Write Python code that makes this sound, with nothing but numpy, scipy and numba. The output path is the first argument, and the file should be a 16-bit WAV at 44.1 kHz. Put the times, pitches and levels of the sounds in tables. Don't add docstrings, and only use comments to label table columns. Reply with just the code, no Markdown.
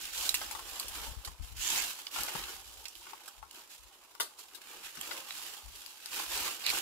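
import sys
import numpy as np
from scipy import signal
from scipy.fft import rfft, irfft
from scipy.io import wavfile
from scipy.ndimage import uniform_filter1d
from numba import njit

SR = 44100
rng = np.random.default_rng(int(sys.argv[2]) if len(sys.argv) > 2 else 0)


def output_pcm(signal):
    pcm = np.clip(np.atleast_2d(signal).T, -1, 1) * 32767
    wavfile.write(sys.argv[1], SR, np.round(pcm).astype(np.int16))


N = 300321
TIME = np.arange(N) / SR


def undb(db):
    return 10 ** (np.asarray(db) / 20)


def unit(x):
    return x / np.sqrt(np.mean(x ** 2))


def fall(t, t60):
    return np.exp(-np.log(1000) * t / max(t60, 1e-3))


def band(x, hz, kind):
    sos = signal.butter(2, np.minimum(hz, SR / 2 - 1), kind, fs=SR, output="sos")
    return signal.sosfilt(sos, x)


def colour(x, points, size=2048):
    hz, db = np.transpose(points)
    grid = np.maximum(np.arange(size // 2 + 1) * SR / size, 1)
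    gain = undb(np.interp(np.log(grid), np.log(hz), db))
    cepstrum = irfft(np.log(gain))
    cepstrum[1:size // 2] *= 2
    cepstrum[size // 2 + 1:] = 0
    response = irfft(np.exp(rfft(cepstrum)))
    return signal.fftconvolve(np.atleast_2d(x), response[None], axes=1)[:, :np.shape(x)[-1]]


def sides(pan_db):
    return undb(np.array([np.atleast_1d(pan_db), -np.atleast_1d(pan_db)]) / 2)


def to_ports(x, count=4):
    return np.array([x, np.r_[np.zeros(count), x[:-count]]])


def strike(x, db, pan_db):
    onset_rms = np.sqrt(np.mean(x[:SR // 250] ** 2))
    return to_ports(x / onset_rms) * undb(db) * sides(pan_db)


def add(track, s, sound):
    start = int(np.clip(s * SR, 0, N - 1))
    track[:, start:start + sound.shape[1]] += sound[:, :N - start]


def swells(table, rise_shares, t60, rest_db):
    power = undb(rest_db)[:, None] ** 2
    for s, length, *db in table:
        rise_s = length * np.clip(rise_shares, .05, 1)[:, None]
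        rise = np.clip((TIME - s) / rise_s, 0, 1)
        release = fall(np.maximum(TIME - s - length, 0), t60)
        power = power + (undb(db)[:, None] * rise * release) ** 2
    return 10 * np.log10(power)


def waver(per_s):
    return unit(np.interp(TIME * per_s, np.arange(N), rng.standard_normal(N)))


@njit
def ring(starts, lags, poles, sizes):
    out = np.zeros((2, N + 2048))
    for k in range(len(starts)):
        z = sizes[k] + 0j
        for i in range(starts[k], starts[k] + min(2000, int(-5 / np.log(abs(poles[k]))))):
            z *= poles[k]
            out[0, i] += z.imag
            out[1, i + lags[k]] += z.imag
    return out[:, :N]


def crackle(per_s, low_hz, high_hz, cycles, spread_db, lag_spread, size=2600):
    starts = np.flatnonzero(rng.random(N) < per_s / SR)
    pitch, strength, place = rng.random((N, 3))[starts].T
    hz = low_hz + pitch * (min(high_hz, SR / 2) - low_hz)
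    poles = np.exp((2j * np.pi - 1 / cycles) * hz / SR)
    sizes = undb(-spread_db * np.log(np.maximum(strength, .004))) * np.sqrt(hz)
    lags = np.round(4 + lag_spread * (2 * place - 1)).astype(np.int64)
    grains = ring(starts, lags, poles, sizes)
    running_power = uniform_filter1d(np.mean(grains ** 2, axis=0), size=size)
    return grains / np.sqrt(running_power + 1e-6)


def splinters(count, size=16):
    strength_db = np.repeat(rng.uniform(-7, 7, count // size + 1), size)[:count]
    return rng.uniform(-0.99, 1, count) * undb(strength_db)


# start in seconds, length in
# seconds, leaf rustle in dB, stalk crunch in dB, bark scrape in dB.
TUGS = [(-0.06, 0.12, -44.5, -47.5, -58.5), (0.105, 0.15, -38, -45.5, -50), (0.33, 0.11, -43.5, -46.5, -51),
        (0.49, 0.063, -45.5, -53, -49.5), (0.575, 0.25, -46, -50.5, -51.5), (0.865, 0.18, -45.5, -49, -49),
        (1.17, 0.1, -58, -59, -59), (1.39, 0.09, -55, -59, -69), (1.545, 0.27, -36, -40.5, -47.5),
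        (1.98, 0.017, -50, -54, -61), (2.1, 0.13, -42, -45.5, -48.5), (2.24, 0.14, -44, -43, -48),
        (2.39, 0.14, -48.5, -52.5, -55.5), (2.55, 0.25, -54, -62.5, -62.5), (2.86, 0.15, -57, -65, -85),
        (3.02, 0.11, -55, -54, -59), (3.17, 0.13, -59.5, -62, -65.5), (3.505, 0.081, -56, -58.5, -60.5),
        (3.69, 0.033, -52.5, -57.5, -69), (3.84, 0.22, -71, -70, -72), (4.37, 0.032, -53, -61, -67),
        (4.44, 0.13, -63, -64, -65), (4.57, 0.23, -53, -54, -56), (4.825, 0.037, -48, -48, -66),
        (4.9, 0.28, -47, -48.5, -51.5), (5.22, 0.26, -47.5, -52, -57.5), (5.51, 0.054, -50, -56, -56),
        (5.6, 0.31, -52, -58, -63), (5.94, 0.27, -52, -53.5, -78), (6.08, 0.14, -42, -44, -50),
        (6.215, 0.26, -39, -41.5, -46), (6.56, 0.17, -43.5, -45.5, -51), (6.65, 0.12, -38, -41, -44.5)]
TUG_REST_DB = [-66, -66.5, -65.5]
TUG_RISE_SHARES = [0.5, 0.48, 0.7]


def tugs():
    settle_t60_s, catch_db, catch_per_s = 0.64, 0.97, 22
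    effort_db = swells(TUGS, TUG_RISE_SHARES, settle_t60_s, TUG_REST_DB)
    return effort_db + catch_db * waver(catch_per_s)


def flutter(x):
    pole = fall(1 / SR, .022)
    energy = signal.lfilter([1 - pole], [1, -pole], np.mean(x ** 2, axis=0))
    return rng.standard_normal((2, N)) * np.sqrt(energy)


# frequency in Hz, gain in dB.
LEAF_COLOUR = [(760, -29.5), (1300, -16.5), (1530, -11), (1980, -15.5), (2860, -4.5), (5070, -5.5),
               (6550, -8), (7110, -6), (8720, -7.5), (12300, -5), (15000, -9.5)]


def leaves(leaf_db, stalk_db):
    per_s = 2000 * undb(.5 * (np.clip(leaf_db, -65, -30) + 51.0))
    grains = crackle(per_s, low_hz=1240, high_hz=16900, cycles=1.0, spread_db=3, lag_spread=4, size=3400)
    stalks = crackle(170, low_hz=1130, high_hz=5800, cycles=0.68, spread_db=3, lag_spread=5.6, size=9000)
    shiver = flutter(grains)
    rustle = colour(grains + undb(-9.5) * stalks + undb(10.0) * shiver, LEAF_COLOUR)
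    below_body = signal.sosfiltfilt(signal.butter(4, 2500, fs=SR, output="sos"), rustle)
    below_treble = signal.sosfiltfilt(signal.butter(4, 8500, fs=SR, output="sos"), rustle)
    crunch = unit(below_body) * undb(stalk_db - 3.5)
    body = unit(below_treble - below_body) * undb(leaf_db - 1.0)
    treble = unit(rustle - below_treble) * undb(leaf_db - 1.7)
    return (crunch + body + treble) * sides(pan_db=-1.5)


def ticks(leaf_db):
    grains = crackle(130, low_hz=2500, high_hz=14000, cycles=.9, spread_db=2.5, lag_spread=3, size=22000)
    return band(grains, 1800, "high") * undb(leaf_db - 13)


# middle in seconds, length in seconds, level in dB,
# lower resonance in Hz, upper resonance in Hz.
DRAGS = [(0.168, 0.22, -55, 3080, 7100), (1.666, 0.17, -38.5, 3170, 6800), (1.792, 0.069, -36, 2350, 6700),
         (6.682, 0.093, -33, 2440, 4230)]


def drags():
    chatter = crackle(6200, low_hz=1490, high_hz=8850, cycles=1.0, spread_db=4.5, lag_spread=9.2)
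    out = 0
    for s, length, db, hz, upper_hz in DRAGS:
        swell = np.cos(np.pi * np.clip((TIME - s) / length, -.5, .5))
        lower = unit(band(chatter, [hz / 1.133, hz * 1.1], "band"))
        upper = unit(band(chatter, [upper_hz / 1.16, upper_hz * 1.12], "band"))
        out = out + (lower + undb(2.5) * upper) * swell * undb(db - 3.5)
    return out * sides(pan_db=-6.0)


# frequency in Hz, gain in dB.
BARK_COLOUR = [(59, -51), (100, -40), (183, -17.5), (350, -3.5), (412, -6.5), (681, -7), (811, 0),
               (1270, -2), (1520, -11), (2000, -32), (2600, -10), (4400, -120)]


def bark(scrape_db):
    grains = crackle(1000, low_hz=125, high_hz=2520, cycles=0.56, spread_db=0.0, lag_spread=6.5)
    return unit(colour(grains, BARK_COLOUR)) * undb(scrape_db - 1.0) * sides(pan_db=-2.5)


# start in seconds, level in dB, ring in Hz, crack treble in dB,
# fall time t60 in seconds, left minus right in dB.
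SNAPS = [(0.2921, -15, 3940, -9.5, 0.017, -4.5), (0.3426, -16, 2710, -10, 0.062, -1.5),
         (0.5118, -32.5, 2650, 3, 0.024, 15), (0.797, -21.5, 4630, -4, 0.033, 0.5),
         (0.8825, -29, 3130, -5, 0.078, 4), (1.2482, -33.5, 4380, -16, 0.031, -7),
         (2.0675, -28, 3190, -25, 0.025, -2.5), (2.4371, -30.5, 2780, -25, 0.026, 1),
         (2.234, -22.5, 4900, 12, 0.014, 7.5), (2.8546, -31.5, 2660, -18, 0.047, -7),
         (2.8828, -33, 5840, -4, 0.027, -5.5), (2.9533, -43.5, 3150, -15, 0.025, -17),
         (3.5109, -38, 3000, -9, 0.023, -3), (4.151, -47, 5400, -7, 0.017, 15),
         (5.012, -27, 3260, -8, 0.025, -4), (5.111, -31, 3100, -31, 0.025, 9),
         (5.307, -28.5, 3530, -37, 0.028, -2.5), (5.8619, -38.5, 4880, -12, 0.01, 19.5),
         (6.059, -31, 4800, -14, 0.024, 11.5), (6.6642, -18, 4070, -19.5, 0.014, -2),
         (6.6944, -29, 2380, 7, 0.022, 2), (6.7014, -25, 2940, 9, 0.016, 7),
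         (6.786, -26, 3210, -12, 0.011, 2)]


def snaps():
    out, t = np.zeros((2, N)), TIME[:SR // 8]
    for s, db, hz, treble_db, t60, pan_db in SNAPS:
        tear = splinters(len(t)) * (fall(t, t60) + fall(t, 0.0038))
        twig = unit(band(tear, [hz / 1.1, hz * 1.087], "band"))
        crack_colour = [(350, -21.0), (1000, -6.5), (4500, 6.5),
                        (8000, treble_db + 13), (15000, treble_db + 11)]
        crack = unit(colour(tear, crack_colour)[0])
        add(out, s, strike(undb(-8) * twig + crack, db - 6.5, pan_db))
    return out


# start in seconds, level in dB, favoured ring in Hz,
# bark click in dB, left minus right in dB.
KNOCKS = [(0.415, -36.5, 1250, -8, 3), (0.51, -42.5, 950, -0.5, 15.5), (0.55, -42.5, 1100, -3, 15),
          (0.592, -41.5, 1110, -13, 2), (1.275, -39.5, 990, -1, -6), (2.161, -35.5, 1240, -5, 11.5),
          (2.186, -35, 1150, -16, -1), (2.283, -33.5, 880, -3, 5), (2.352, -36.5, 800, -4, 10),
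          (2.483, -41.5, 1230, 1, 9), (3.067, -50.5, 1220, -22, 10), (3.133, -43, 910, -12, 9),
          (3.428, -45, 1050, -30, 9), (4.151, -48.5, 890, -10, 8), (4.2, -31, 1250, -6, 12),
          (4.971, -47, 1160, 3, 17), (5.111, -40, 1490, -14, 13), (6.196, -36, 1020, -12, -2),
          (6.375, -32.5, 1600, 6, 5), (6.46, -34, 1470, -2, -2), (6.478, -34, 1450, -5, -5),
          (6.726, -39, 1060, -15, 3)]
# frequency in Hz, level in dB, fall time t60 in seconds.
WOOD_MODES = [(340, -11, 0.061), (614, -14, 0.089), (790, -39, 0.054), (882, 10, 0.025), (1130, 4, 0.055),
              (1257, 0.5, 0.051), (1456, 6, 0.055), (2050, 13, 0.039)]


def knocks():
    out, t = np.zeros((2, N)), TIME[:SR // 8]
    for s, db, hz, click_db, pan_db in KNOCKS:
        wood = 0
        for (mode_hz, mode_db, t60), chance in zip(WOOD_MODES, rng.random(len(WOOD_MODES))):
            weight = undb(mode_db - 20 * abs(np.log2(mode_hz / hz)))
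            detuned_hz = mode_hz * (1 + 0.17 * (chance - .5))
            wood = wood + weight * np.cos(2 * np.pi * detuned_hz * t) * fall(t, t60)
        wood = band(wood, 470, "high")
        click = band(rng.standard_normal(len(t)) * fall(t, 0.014), [1500, 8000], "band")
        add(out, s, strike(unit(wood) + undb(click_db + 0.5) * unit(click), db + .5, pan_db))
    return out


# start in seconds, level in dB,
# woody body in dB, fall time t60 in seconds, left minus right in dB.
WHIPS = [(1.248, -32, -20, 0.23, -1), (3.277, -32, -14, 0.051, -5), (4.198, -23, -17.5, 0.2, 1.5),
         (4.387, -37, -17, 0.26, -5), (4.546, -36.5, -25.5, 0.12, 12.5)]
# frequency in Hz, gain in dB.
WHIP_COLOUR = [(80, -20), (160, -25), (300, -4.5), (550, -1.5), (900, -3.5), (1250, 2.5), (1550, 4.5),
               (2200, -8.5), (3900, -3), (6500, -11), (11000, -9), (15500, -15)]


def whips():
    out, t = np.zeros((2, N)), TIME[:SR // 4]
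    for s, db, body_db, t60, pan_db in WHIPS:
        contacts = splinters(len(t), size=48)
        swell = (fall(t, t60) + 1.1 * fall(t, 0.052)) * (1 - np.exp(-t / 0.00075))
        slap = colour(contacts * swell, WHIP_COLOUR)[0]
        leafy = unit(band(slap, 3100, "high"))
        woody = unit(band(slap, [170, 1800], "band"))
        add(out, s, strike(leafy + undb(body_db + 10.5) * woody, db - 9.5, pan_db))
    return out


def creak(s=5.07, length=0.185, start_hz=570, end_hz=520, db=-61):
    count = int(length * SR)
    wobble = .04 * unit(band(rng.standard_normal(N), 150, "low"))[:count]
    hz = np.linspace(start_hz, end_hz, count) * (1 + wobble)
    phase = 2 * np.pi * np.cumsum(hz) / SR
    note = np.sin(phase) + .35 * np.sin(2 * phase) + .35 * np.sin(3 * phase)
    out = np.zeros((2, N))
    add(out, s, to_ports(unit(note * np.hanning(count) ** .5)) * undb(db))
    return out


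# start in seconds, level in dB.
THUDS = [(1.275, -49), (1.709, -44), (2.187, -46), (2.346, -36), (2.39, -49), (4.195, -54), (4.967, -42.5)]


def thuds(t60=0.13):
    out, t = np.zeros((2, N)), TIME[:SR // 4]
    for s, db in THUDS:
        soil = unit(band(rng.standard_normal(len(t)), [130, 290], "band"))
        thud = soil * fall(t, t60) * (1 - np.exp(-t / 0.0061))
        add(out, s, to_ports(thud) * undb(db - 7.5))
    return out


def thicket(x, near_db, near_t60, far_db, far_t60, size=2048):
    t = TIME[:3 * size]
    near = fall(t, near_t60) * (t > .0004)
    far = fall(t, far_t60) * (t > .008)
    shape = np.hypot(undb(near_db) * unit(near), undb(far_db) * unit(far)) / np.sqrt(len(t))
    padded = np.pad(x, ((0, 0), (0, 2 * size)))
    window = np.sqrt(np.hanning(2 * size))
    out = x.copy()
    for start in range(0, N, size):
        paths = rng.standard_normal((2, len(t))) * shape
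        block = padded[:, start:start + 2 * size] * window
        add(out, start / SR, signal.fftconvolve(block, paths, axes=1))
    return out / np.sqrt(1 + np.sum(shape ** 2))


# start in seconds, length in seconds, level in dB.
GUSTS = [(-0.1, 0.84, -63.5), (0.8, 0.3, -56.5), (1.06, 0.055, -48.5), (1.16, 0.027, -49.5),
         (1.27, 0.024, -50.5), (1.385, 0.037, -44.5), (1.48, 0.12, -52), (1.64, 0.21, -65.5),
         (2.175, 0.043, -57.5), (2.36, 0.064, -56.5), (2.42, 0.41, -66), (2.96, 0.023, -66.5),
         (3.36, 0.071, -61), (3.78, 0.073, -66), (4.92, 0.17, -76), (5.625, 0.086, -55.5),
         (6.25, 0.17, -62), (6.66, 0.12, -65)]
# frequency in Hz, gain in dB.
BUFFET_COLOUR = [(15, -19), (32, -3), (56, 7), (80, -5.5), (130, -18.5), (300, -26.5), (900, -101)]


def breeze():
    rise_share, fall_t60_s, calm_db = 0.37, 0.26, -87
    gust_db, = swells(GUSTS, [rise_share], fall_t60_s, [calm_db])
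    eddies = unit(colour(rng.standard_normal((2, N)), BUFFET_COLOUR, size=16384))
    eddies /= np.sqrt(uniform_filter1d(eddies ** 2, size=5000, axis=1))
    return eddies * undb(gust_db) * sides(pan_db=2.0)


# frequency in Hz, gain in dB.
AIR_COLOUR = [(71, -67), (120, -26), (204, -42), (288, -6), (598, -28), (917, 4), (1870, -23), (3240, -1.5),
              (12100, -4), (15500, -41)]


def air():
    return unit(colour(rng.standard_normal((2, N)), AIR_COLOUR)) * undb(-66)


def scene():
    leaf_db, stalk_db, scrape_db = tugs()
    foliage = leaves(leaf_db, stalk_db) + drags()
    rustle = thicket(foliage, near_db=-8.5, near_t60=0.022, far_db=-12.5, far_t60=0.039)
    scrape = thicket(bark(scrape_db) + creak(), near_db=-4.5, near_t60=0.055, far_db=-16, far_t60=0.058)
    cracks = thicket(snaps(), near_db=-7, near_t60=.02, far_db=-10, far_t60=.1)
    blows = thicket(knocks() + whips(), near_db=4.0, near_t60=0.04, far_db=-8.5, far_t60=0.24)
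    return rustle + ticks(leaf_db) + scrape + cracks + blows + thuds() + breeze() + air()


# frequency in Hz, left minus right in dB.
PORTS = [(120, 12.5), (300, 4), (550, 1.5), (1000, 3), (1600, 1), (2700, -4), (4500, -2), (6200, -3),
         (7300, -8.5), (8800, 3), (12500, 0), (15000, 0.5)]


def record(dry):
    top_hz = 15600
    left = colour(dry[0], [(hz, db / 2) for hz, db in PORTS])
    right = colour(dry[1], [(hz, -db / 2) for hz, db in PORTS])
    low_pass = signal.ellip(10, .2, 80, top_hz, fs=SR, output="sos")
    return signal.sosfilt(low_pass, np.vstack([left, right]))


dry = scene()
out = record(dry)
output_pcm(out)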